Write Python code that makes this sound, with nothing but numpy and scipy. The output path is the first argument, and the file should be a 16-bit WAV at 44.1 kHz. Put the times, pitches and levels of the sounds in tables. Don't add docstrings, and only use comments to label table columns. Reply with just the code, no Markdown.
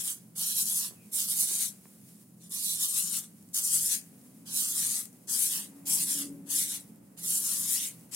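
import sys
import numpy as np
from scipy import signal
from scipy.fft import rfft, irfft, next_fast_len
from scipy.io import wavfile

SR = 44100
rng = np.random.default_rng(int(sys.argv[2]) if len(sys.argv) > 2 else 0)


def materialize(psi):
    bounded = np.clip(np.atleast_2d(psi).T, -1, 1)
    quanta = np.round(bounded * 32767).astype(np.int16)
    wavfile.write(sys.argv[1], SR, quanta)


N = 359415

# (start [s], length [s], chalk hiss before trim [dB], sheet rasp before trim [dB],
# hiss left minus right [dB], spread of the flexing sheet before its shares [dB], ring of the pad [dB])
STROKES = [(-0.036, 0.053, -27.5, -38, 7, 3, -3), (0.024, 0.1, -29.5, -42, 3.5, 8, -1),
           (0.351, 0.14, -30, -37, 2.5, 3, 2), (0.451, 0.09, -30.5, -36.5, 4, 5, -7),
           (0.536, 0.098, -25.5, -36.5, 2.5, 2, 2.5), (0.638, 0.099, -29.0, -37.5, 4.5, 7, -5),
           (0.729, 0.086, -25.5, -38, 3, 23, 3.5), (0.789, 0.093, -33.0, -41, 4.5, -6, 2),
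           (1.113, 0.15, -27.5, -38.5, 3.5, 6, 3), (1.261, 0.087, -28.0, -38, 4.5, 6, -2),
           (1.344, 0.11, -24.5, -37, 2, 5, 2.5), (1.451, 0.14, -27, -39, 4.5, 0, 5),
           (1.567, 0.097, -25, -36, 7.5, -3, 0.5), (2.392, 0.08, -49.5, -60, 6, -3, 6),
           (2.497, 0.12, -35.5, -39.5, 0, 14, 2.5), (2.581, 0.21, -29.5, -37.5, 1.5, 17, -1.5),
           (2.776, 0.086, -25.5, -33, 3.5, 14.5, 2), (2.848, 0.11, -30.5, -42.0, 7, 11, -1),
           (2.921, 0.11, -26, -37.5, 8.0, -11, 1), (3.007, 0.11, -32, -43, 7.5, -3, 2),
           (3.099, 0.094, -28, -41, 9.5, -18, 2), (3.225, 0.019, -44, -51.5, 6.5, -11, 13),
           (3.53, 0.075, -26.0, -39.5, 7, 20, 2), (3.597, 0.15, -26, -47.5, 4, 10, 2),
           (3.689, 0.11, -24.5, -39, 9.5, -0.5, -4), (3.78, 0.13, -26.5, -46, 8, -6, -3),
           (3.88, 0.079, -24, -36, 9.5, -1, -6.5), (4.451, 0.11, -39.5, -44, 3, 5, -0.5),
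           (4.516, 0.16, -26, -38.5, 1.5, 13, -0.5), (4.642, 0.092, -30, -43.5, 4.0, 5, 3.5),
           (4.708, 0.18, -27.5, -38.5, 6, -2, 2.5), (4.834, 0.19, -28.5, -40.5, 7.5, -3.5, 2.5),
           (5.269, 0.16, -27, -42, 8, -4, 6.5), (5.376, 0.11, -25.5, -38, 10, 4, -2.5),
           (5.476, 0.12, -28, -39, 5, -1.0, -3.5), (5.557, 0.096, -39.5, -49, 3, -9, 1.0),
           (5.852, 0.13, -25.0, -37, 8.5, 3, 3.5), (5.964, 0.08, -26.5, -39, 6, 0, -2.5),
           (6.054, 0.097, -27.5, -38, 5.5, -4.5, -0.0), (6.138, 0.099, -31, -41.5, 4, -10, 0),
           (6.456, 0.05, -47, -56.5, 11.5, -6, 8), (6.483, 0.19, -26, -39, 7.0, -3, -11),
           (6.655, 0.12, -32.5, -42, 7, -3, -2.5), (7.165, 0.054, -42, -49, 4, 4, 9),
           (7.209, 0.23, -27.5, -41.5, 3.5, 2.5, -2.0), (7.399, 0.22, -28.0, -41.0, 9, -4, 3.5),
           (7.572, 0.13, -30.5, -43.5, 5.5, -6, 2), (7.659, 0.13, -26.5, -40, 9.5, -3, 1),
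           (7.736, 0.15, -31, -39.5, 7, -9.5, -7), (8.109, 0.14, -28.5, -41.5, 12, 0, 4)]
# (time [s], bite [dB], brightness of the very top [dB], dull scuff [dB])
BURSTS = [(0.0, -40, -2, 2.5), (0.364, -62, 0.5, -6), (1.131, -41, -1, -5), (2.495, -54, 0, -7.5),
          (3.544, -27, -2.5, 0), (4.47, -61, -2, -3), (5.293, -44, -2, -1), (5.869, -54, -1, -1.5),
          (6.502, -33, -1, 1), (7.173, -58, -1, -2.5), (8.119, -59, -4.5, 3)]
# (frequency [Hz], likeness [-1 to 1])
AIR_LIKENESS = [(100, 0.96), (280, 0.92), (600, 0.027), (1500, 0.051), (6500, 0.13), (7300, 1),
                (15000, 0.93)]


def pastel():
    # (frequency [Hz], relative density [dB])
    hiss_colour = [(2650, -43.5), (4500, -17.5), (6000, -9.5), (8550, -3), (9870, -1.1), (12000, -5),
                   (13600, -9.5), (15600, -13)]
    # (frequency [Hz], relative density [dB])
    rasp_colour = [(60, -64), (300, -19), (600, -22), (850, -10), (1120, -5), (1400, -10.5), (1750, -8),
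                   (2200, -5.5), (2700, -2), (3300, 0), (4000, 1), (5000, -1.5), (6000, 2), (8000, -15.5)]
    # (frequency [Hz], likeness [-1 to 1])
    likeness = [(500, .3), (1050, .4), (1500, -.1), (2000, -.05), (2550, -.65), (3300, 0), (4300, -.15),
                (4800, .3), (5600, -.1), (6600, -.05), (7100, .78), (8500, .94), (12000, .9), (15500, .72)]
    # (frequency [Hz], left minus right [dB])
    lean = [(700, -3.5), (1500, 1), (2500, -1), (3400, -5), (4200, -3), (5800, -1.5), (9000, -3.5),
            (12000, -4), (13500, -6.5), (15500, -12)]

    hiss_gain, rasp_gain = stroke_gains()
    hiss_gain = hiss_gain + bite(fade_s=0.0057)
    edge_db, scuff_db = tipping()
    pan_db, spread_db, pad_db = per_stroke()
    slips_per_s = 8000 + 22000 * np.sqrt(hiss_gain / hiss_gain.max())
    hiss_slips = slips(slips_per_s, size_db=1.0, clump_db=-1.43, clump_hz=500)
    rasp_slips = slips(slips_per_s, size_db=0.0, clump_db=0.5, clump_hz=320)
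    hiss = stereo(hiss_slips, hiss_colour, likeness)
    rasp = stereo(rasp_slips, rasp_colour, likeness)
    hiss = hiss + shaped(hiss, high_share(8800)) * (from_db(edge_db) - 1)
    rasp = rasp + shaped(rasp, 1 - high_share(3260)) * (from_db(scuff_db) - 1)
    hiss = from_db(-0.97) * hiss_gain * hiss * from_db(np.array([pan_db, -pan_db]) / 2)
    rasp = from_db(-3.0) * rasp_gain * sheet(rasp, spread_db, pad_db)
    pressure = from_db(0.32 * drift(30))
    rub = pressure * patchy(hiss + rasp, patch_db=1.85, patch_hz=13.0, sway_db=1.0)
    fingers = glance(rub, lag_ms=.55, wander=.18, strength=.4)
    palm = glance(rub, lag_ms=1.4, wander=.13, strength=.38)
    return shaped(rub + fingers + palm, from_db(at_hz(lean) * [[1], [-1]] / 2))


def stroke_gains():
    arch_power = 0.63
    linger_s = .0125
    power = np.zeros((2, N))
    for start_s, length_s, hiss_db, rasp_db, *_ in STROKES:
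        at, speed = arch(start_s, length_s)
        power[:, at] += np.outer(from_db([hiss_db, rasp_db]), speed ** arch_power) ** 2
    keep = np.exp(-1 / (linger_s * SR))
    return np.sqrt(signal.lfilter([1 - keep], [1, -keep], power + 1e-18))


def arch(start_s, length_s):
    first = max(int(start_s * SR), 0)
    end = min(int((start_s + length_s) * SR), N)
    at = np.arange(first, end)
    return at, np.maximum(np.sin(np.pi * (at / SR - start_s) / length_s), 0)


def bite(fade_s):
    kicks = np.zeros(N)
    for time_s, db, *_ in BURSTS:
        kicks[max(int(time_s * SR), 0)] = from_db(db)
    return signal.lfilter([1], [1, -np.exp(-1 / (fade_s * SR))], kicks + 1e-18)


def tipping():
    edge_db_per_s, scuff_db_per_s, longest_tip_s = -4.5, 3, 1
    burst_s, _, edge_db, scuff_db = np.transpose(BURSTS)
    t = np.arange(N) / SR
    burst = np.maximum(np.searchsorted(burst_s, t) - 1, 0)
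    age = np.minimum(t - burst_s[burst], longest_tip_s)
    return edge_db[burst] + edge_db_per_s * age, scuff_db[burst] + scuff_db_per_s * age


def per_stroke():
    return in_time([(start_s + length_s / 2, *rest) for start_s, length_s, _, _, *rest in STROKES])


def slips(per_s, size_db, clump_db, clump_hz):
    snags_per_s, largest_snag_db = 170, 15
    chance = np.clip(per_s / SR, 1e-3, 1)
    born = rng.random((2, N)) < chance
    extra_db = size_db * np.minimum(rng.exponential(1, (2, N)), 3)
    sizes = from_db(extra_db) * rng.standard_normal((2, N))
    snagged = rng.random((2, N)) < snags_per_s / SR
    snag_sizes = from_db(largest_snag_db) * rng.uniform(0.26, 1, (2, N))
    snags = snagged * snag_sizes * rng.choice([-1, 1], (2, N))
    clumps = from_db(clump_db * np.clip(drift(clump_hz), -2, 2))
    return born * sizes / np.sqrt(chance) * clumps + snags


def sheet(rasp, spread_db, pad_db):
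    flex_low_hz, flex_high_hz = 1490, 3520
    hollow_share, widen_share = 0.46, 0.28
    mid, side = (rasp[0] + rasp[1]) / 2, (rasp[0] - rasp[1]) / 2
    flex = high_share(flex_low_hz) * (1 - high_share(flex_high_hz))
    mid = mid + shaped(mid, flex) * (from_db(-hollow_share * spread_db) - 1)
    side = side + shaped(side, flex) * (from_db(widen_share * spread_db) - 1)
    rasp = np.array([mid + side, mid - side])
    return rasp + shaped(rasp, 1 - high_share(flex_low_hz)) * (from_db(pad_db) - 1)


def patchy(x, patch_db, patch_hz, sway_db):
    centres = np.geomspace(900, 15000, num=11)
    spectrum, hz, out = rfft(x, fft_size()), bin_hz(), 0
    for k in range(len(centres)):
        share = np.interp(hz, centres, np.arange(len(centres)) == k)
        level_db = patch_db * drift(patch_hz) + np.outer([1, -1], sway_db * drift(patch_hz / 2))
        out = out + irfft(spectrum * share, fft_size())[:, :N] * from_db(level_db)
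    return out


def glance(x, lag_ms, wander, strength):
    n = np.arange(N)
    lag = SR * lag_ms / 1000 * (1 + wander * drift(2))
    return strength * np.array([np.interp(n - lag, n, side) for side in x])


def bumps():
    # (time [s], level [dB], hardness [dB per octave])
    bump_rows = [(.909, -52, -2), (.921, -53, -2), (.933, -52, -2), (1.513, -48.5, 0), (1.855, -51, 3.5),
                 (4.262, -59, 0)]
    # (frequency [Hz], relative level [dB], time to fall 60 dB [s])
    modes = [(183, -5, 0.12), (383, 5.5, 0.014), (750, 2, 0.0064), (1070, -2, 0.013), (1750, -12.5, 0.017),
             (2380, -11, .01)]
    spread_db = 3
    t, out = np.arange(SR // 8) / SR, np.zeros((2, N))
    rings = []
    for k, (hz, db, t60) in enumerate(modes):
        rings.append((-1) ** k * from_db(db - 60 * t / t60) * np.sin(2 * np.pi * hz * t))
    octaves = np.log2(np.array(modes)[:, 0] / 500)
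    for time_s, db, tilt_db in bump_rows:
        at = int(time_s * SR)
        strength_db = db + tilt_db * octaves + rng.normal(0, spread_db, (2, len(modes)))
        out[:, at:at + len(t)] += from_db(strength_db) @ np.array(rings)
    return signal.sosfilt(signal.butter(2, 150, "high", fs=SR, output="sos"), out)


def crumbs():
    # (time [s], peak level [dB], pitch [Hz])
    ticks = [(1.069, -49.5, 8140), (2.014, -47, 10050), (2.307, -47, 10840), (3.426, -44, 10400),
             (3.488, -48, 7840), (4.214, -48, 10000), (4.237, -50.5, 10700), (4.254, -52, 9780),
             (5.055, -27.5, 10000), (5.129, -46, 10400), (5.214, -53, 14200), (6.325, -43, 15000),
             (6.959, -47, 11400), (8.01, -45, 10700), (8.053, -52, 9600)]
    t60_s, q = .014, 2.5
    t, out = np.arange(SR // 50) / SR, np.zeros((2, N))
    for time_s, db, hz in ticks:
        crack = rng.standard_normal((2, len(t))) * from_db(-60 * t / t60_s)
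        tick = signal.lfilter(*signal.iirpeak(hz, q, fs=SR), crack)
        at = int(time_s * SR)
        out[:, at:at + len(t)] += from_db(db) * tick / np.abs(tick).max()
    return out


def squeak():
    # (start [s], length [s], peak level [dB], starting pitch [Hz])
    start_s, length_s, db, hz = (.94, .16, -65, 2570)
    sag_hz_per_s, slip_rad = 900, 3
    at, speed = arch(start_s, length_s)
    phase = 2 * np.pi * np.cumsum(hz - sag_hz_per_s * (at / SR - start_s)) / SR
    out = np.zeros((2, N))
    for side in out:
        side[at] = from_db(db) * speed * np.sin(phase + slip_rad * drift(60)[at])
    return out


def room(x, t60):
    t = np.arange(SR // 2) / SR
    tail = rng.standard_normal((2, len(t))) * from_db(-60 * t / t60) * (t > .004)
    tail = tail + tail[::-1] / 2
    return shaped(x, rfft(tail / np.sqrt(np.sum(tail ** 2) / 2), fft_size()))


def machine_hum():
    # (frequency [Hz], level around which it throbs [dB])
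    hum = [(102.8, -79), (125.8, -70.5), (170.5, -65), (215, -69)]
    # (frequency [Hz], relative density [dB])
    rumble_colour = [(25, -50), (55, -28), (70, -17.5), (85, -21.5), (110, -9.5), (128, -4), (146, -10),
                     (168, -2.5), (200, 5), (235, -5), (290, -8.5), (360, -12.5), (500, -17), (800, -24.5),
                     (6000, -54)]
    turns_per_s, crest_s = 2.87, .31
    tone_throb_db, rumble_throb_db = 4, 0.5
    throb = np.cos(2 * np.pi * turns_per_s * (np.arange(N) / SR - crest_s))
    tones = sum(from_db(db) * wavering(hz, flutter_db=4.0, slip=1.0, rate=3.13) for hz, db in hum)
    rumble = from_db(-57.5) * stereo(rng.standard_normal((2, N)), rumble_colour, AIR_LIKENESS)
    both = tones * from_db(tone_throb_db * throb) + rumble * from_db(rumble_throb_db * throb)
    return both * from_db([[-.5], [.5]])


def far_drone():
    # (time [s], level [dB])
    swell = [(0, -76), (3.5, -72), (4.4, -62), (5.2, -65), (5.55, -58), (5.8, -59), (5.95, -53), (6.1, -53),
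             (6.3, -48.5), (6.45, -52), (6.75, -60), (8.15, -64)]
    # (frequency [Hz], width [Hz], relative level [dB])
    resonances = [(62, 35, -29), (168, 18, 1), (190, 14, -4), (213, 9, -1), (256, 14, -8), (284, 26, -5),
                  (320, 34, -7), (385, 50, -10), (440, 20, -15), (562, 40, -14)]
    # (time [s], level [dB])
    lower_level = [(0.1, -83), (4.08, -66.5), (4.26, -54), (4.95, -58), (5.3, -60), (6.7, -71), (8.05, -63)]
    # (time [s], level [dB])
    upper_level = [(0.0, -79), (2.72, -84), (4.65, -65), (5.58, -70), (5.76, -53.5), (6.13, -60),
                   (6.17, -45), (6.31, -42.5), (6.54, -57.5), (7.17, -64.5), (8.15, -63.5)]
    lower_hz, upper_hz = 253.6, 281
    centre = resonant_noise(resonances)
    sides = from_db(-12.5) * resonant_noise(resonances) * [[1], [-1]]
    body = from_db(in_time(swell)[0]) * (centre + sides)
    low = from_db(in_time(lower_level)[0] - 4.0) * wavering(lower_hz, flutter_db=0.0, slip=1.66, rate=6.9)
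    high = wavering(upper_hz, flutter_db=1.0, slip=0.42, rate=10)
    octave = from_db(-30) * wavering(2 * upper_hz, flutter_db=1.5, slip=0.9, rate=9)
    high = from_db(in_time(upper_level)[0] - 0.9) * (high + octave)
    return (body + low + high) * from_db([[.6], [-.6]])


def wash():
    # (time [s], level [dB])
    wash_level = [(.28, -80), (1.0, -71.5), (1.9, -74), (2.33, -87), (3.45, -77), (4.3, -69.5), (5.2, -71),
                  (5.8, -65), (6.4, -66.5), (7.05, -70), (8.1, -67.5)]
    # (frequency [Hz], relative density [dB])
    wash_colour = [(200, -18), (500, 2), (900, -4), (1500, -11), (2500, -13.5), (5000, -35)]
    noise = stereo(rng.standard_normal((2, N)), wash_colour, AIR_LIKENESS)
    return from_db(in_time(wash_level)[0]) * noise


def air():
    # (time [s], level [dB])
    air_level = [(0, -44), (.2, -59), (.32, -64.5), (1.0, -57.5), (1.9, -58.5), (2.2, -58), (2.36, -65),
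                 (3.3, -58.5), (3.5, -61.5), (4.05, -57.5), (4.4, -59.5), (5.2, -61), (5.7, -56.5),
                 (5.82, -61.5), (6.33, -59.5), (6.44, -64.5), (6.88, -59.5), (7.0, -65), (7.15, -66),
                 (7.97, -56.5), (8.09, -63.5)]
    # (frequency [Hz], relative density [dB])
    air_colour = [(500, -12), (1000, -3), (2000, -1), (3500, -3), (5500, 2), (7500, 4.5), (10000, 9),
                  (13000, 3.5), (16000, 5)]
    level_db = in_time(air_level)[0] + 1.2 * drift(11)
    return from_db(level_db) * stereo(rng.standard_normal((2, N)), air_colour, AIR_LIKENESS)


def stereo(pair, spectrum, likeness):
    alike, gain = np.clip(at_hz(likeness), -1, 1), from_db(at_hz(spectrum))
    mid, side = shaped(pair, gain * np.sqrt([1 + alike, 1 - alike]))
    return rms_one(np.array([mid + side, mid - side]))


def resonant_noise(modes):
    gain = 0
    for hz, width, db in modes:
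        gain = gain + from_db(db) / np.sqrt(width) / (1 + ((bin_hz() - hz) / width * 2) ** 2)
    return rms_one(shaped(rng.standard_normal(N), gain))


def wavering(hz, flutter_db, slip, rate):
    level = np.sqrt(2) * from_db(flutter_db * drift(rate))
    return level * np.sin(2 * np.pi * hz * np.arange(N) / SR + slip * drift(rate))


def drift(rate):
    r = np.exp(-2 * np.pi * rate * 16 / SR)
    draws = rng.standard_normal(N // 16 + 3002)
    slow = signal.lfilter([1], [1, -2 * r, r * r], draws)[3000:]
    return np.interp(np.arange(N) / 16, np.arange(len(slow)), rms_one(slow))


def from_db(db):
    return np.exp(np.asarray(db) * (np.log(10) / 20))


def rms_one(x):
    return x / np.sqrt(np.mean(x ** 2) + 1e-20)


def in_time(rows):
    s, *columns = np.transpose(rows)
    return [np.interp(np.arange(N) / SR, s, c) for c in columns]


def fft_size():
    return next_fast_len(N + SR // 2, True)


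def bin_hz():
    return np.maximum(np.arange(fft_size() // 2 + 1) * SR / fft_size(), 1)


def at_hz(points):
    hz, value = np.transpose(points)
    return np.interp(np.log(bin_hz()), np.log(hz), value)


def shaped(x, gain):
    return irfft(rfft(x, fft_size()) * gain, fft_size())[..., :N]


def high_share(hz):
    return 1 / (1 + (hz / bin_hz()) ** 8)


def scene():
    page = pastel() + bumps() + crumbs() + squeak()
    early = from_db(-12.5) * room(page, t60=.09)
    late = from_db(-14) * shaped(room(page, t60=0.71), 1 - high_share(2700))
    return page + early + late + machine_hum() + far_drone() + wash() + air()


def record(dry):
    cutoff_hz = 15950
    return shaped(dry, np.clip((cutoff_hz - bin_hz()) / 200 + .5, 0, 1))


dry = scene()
out = record(dry)
materialize(out)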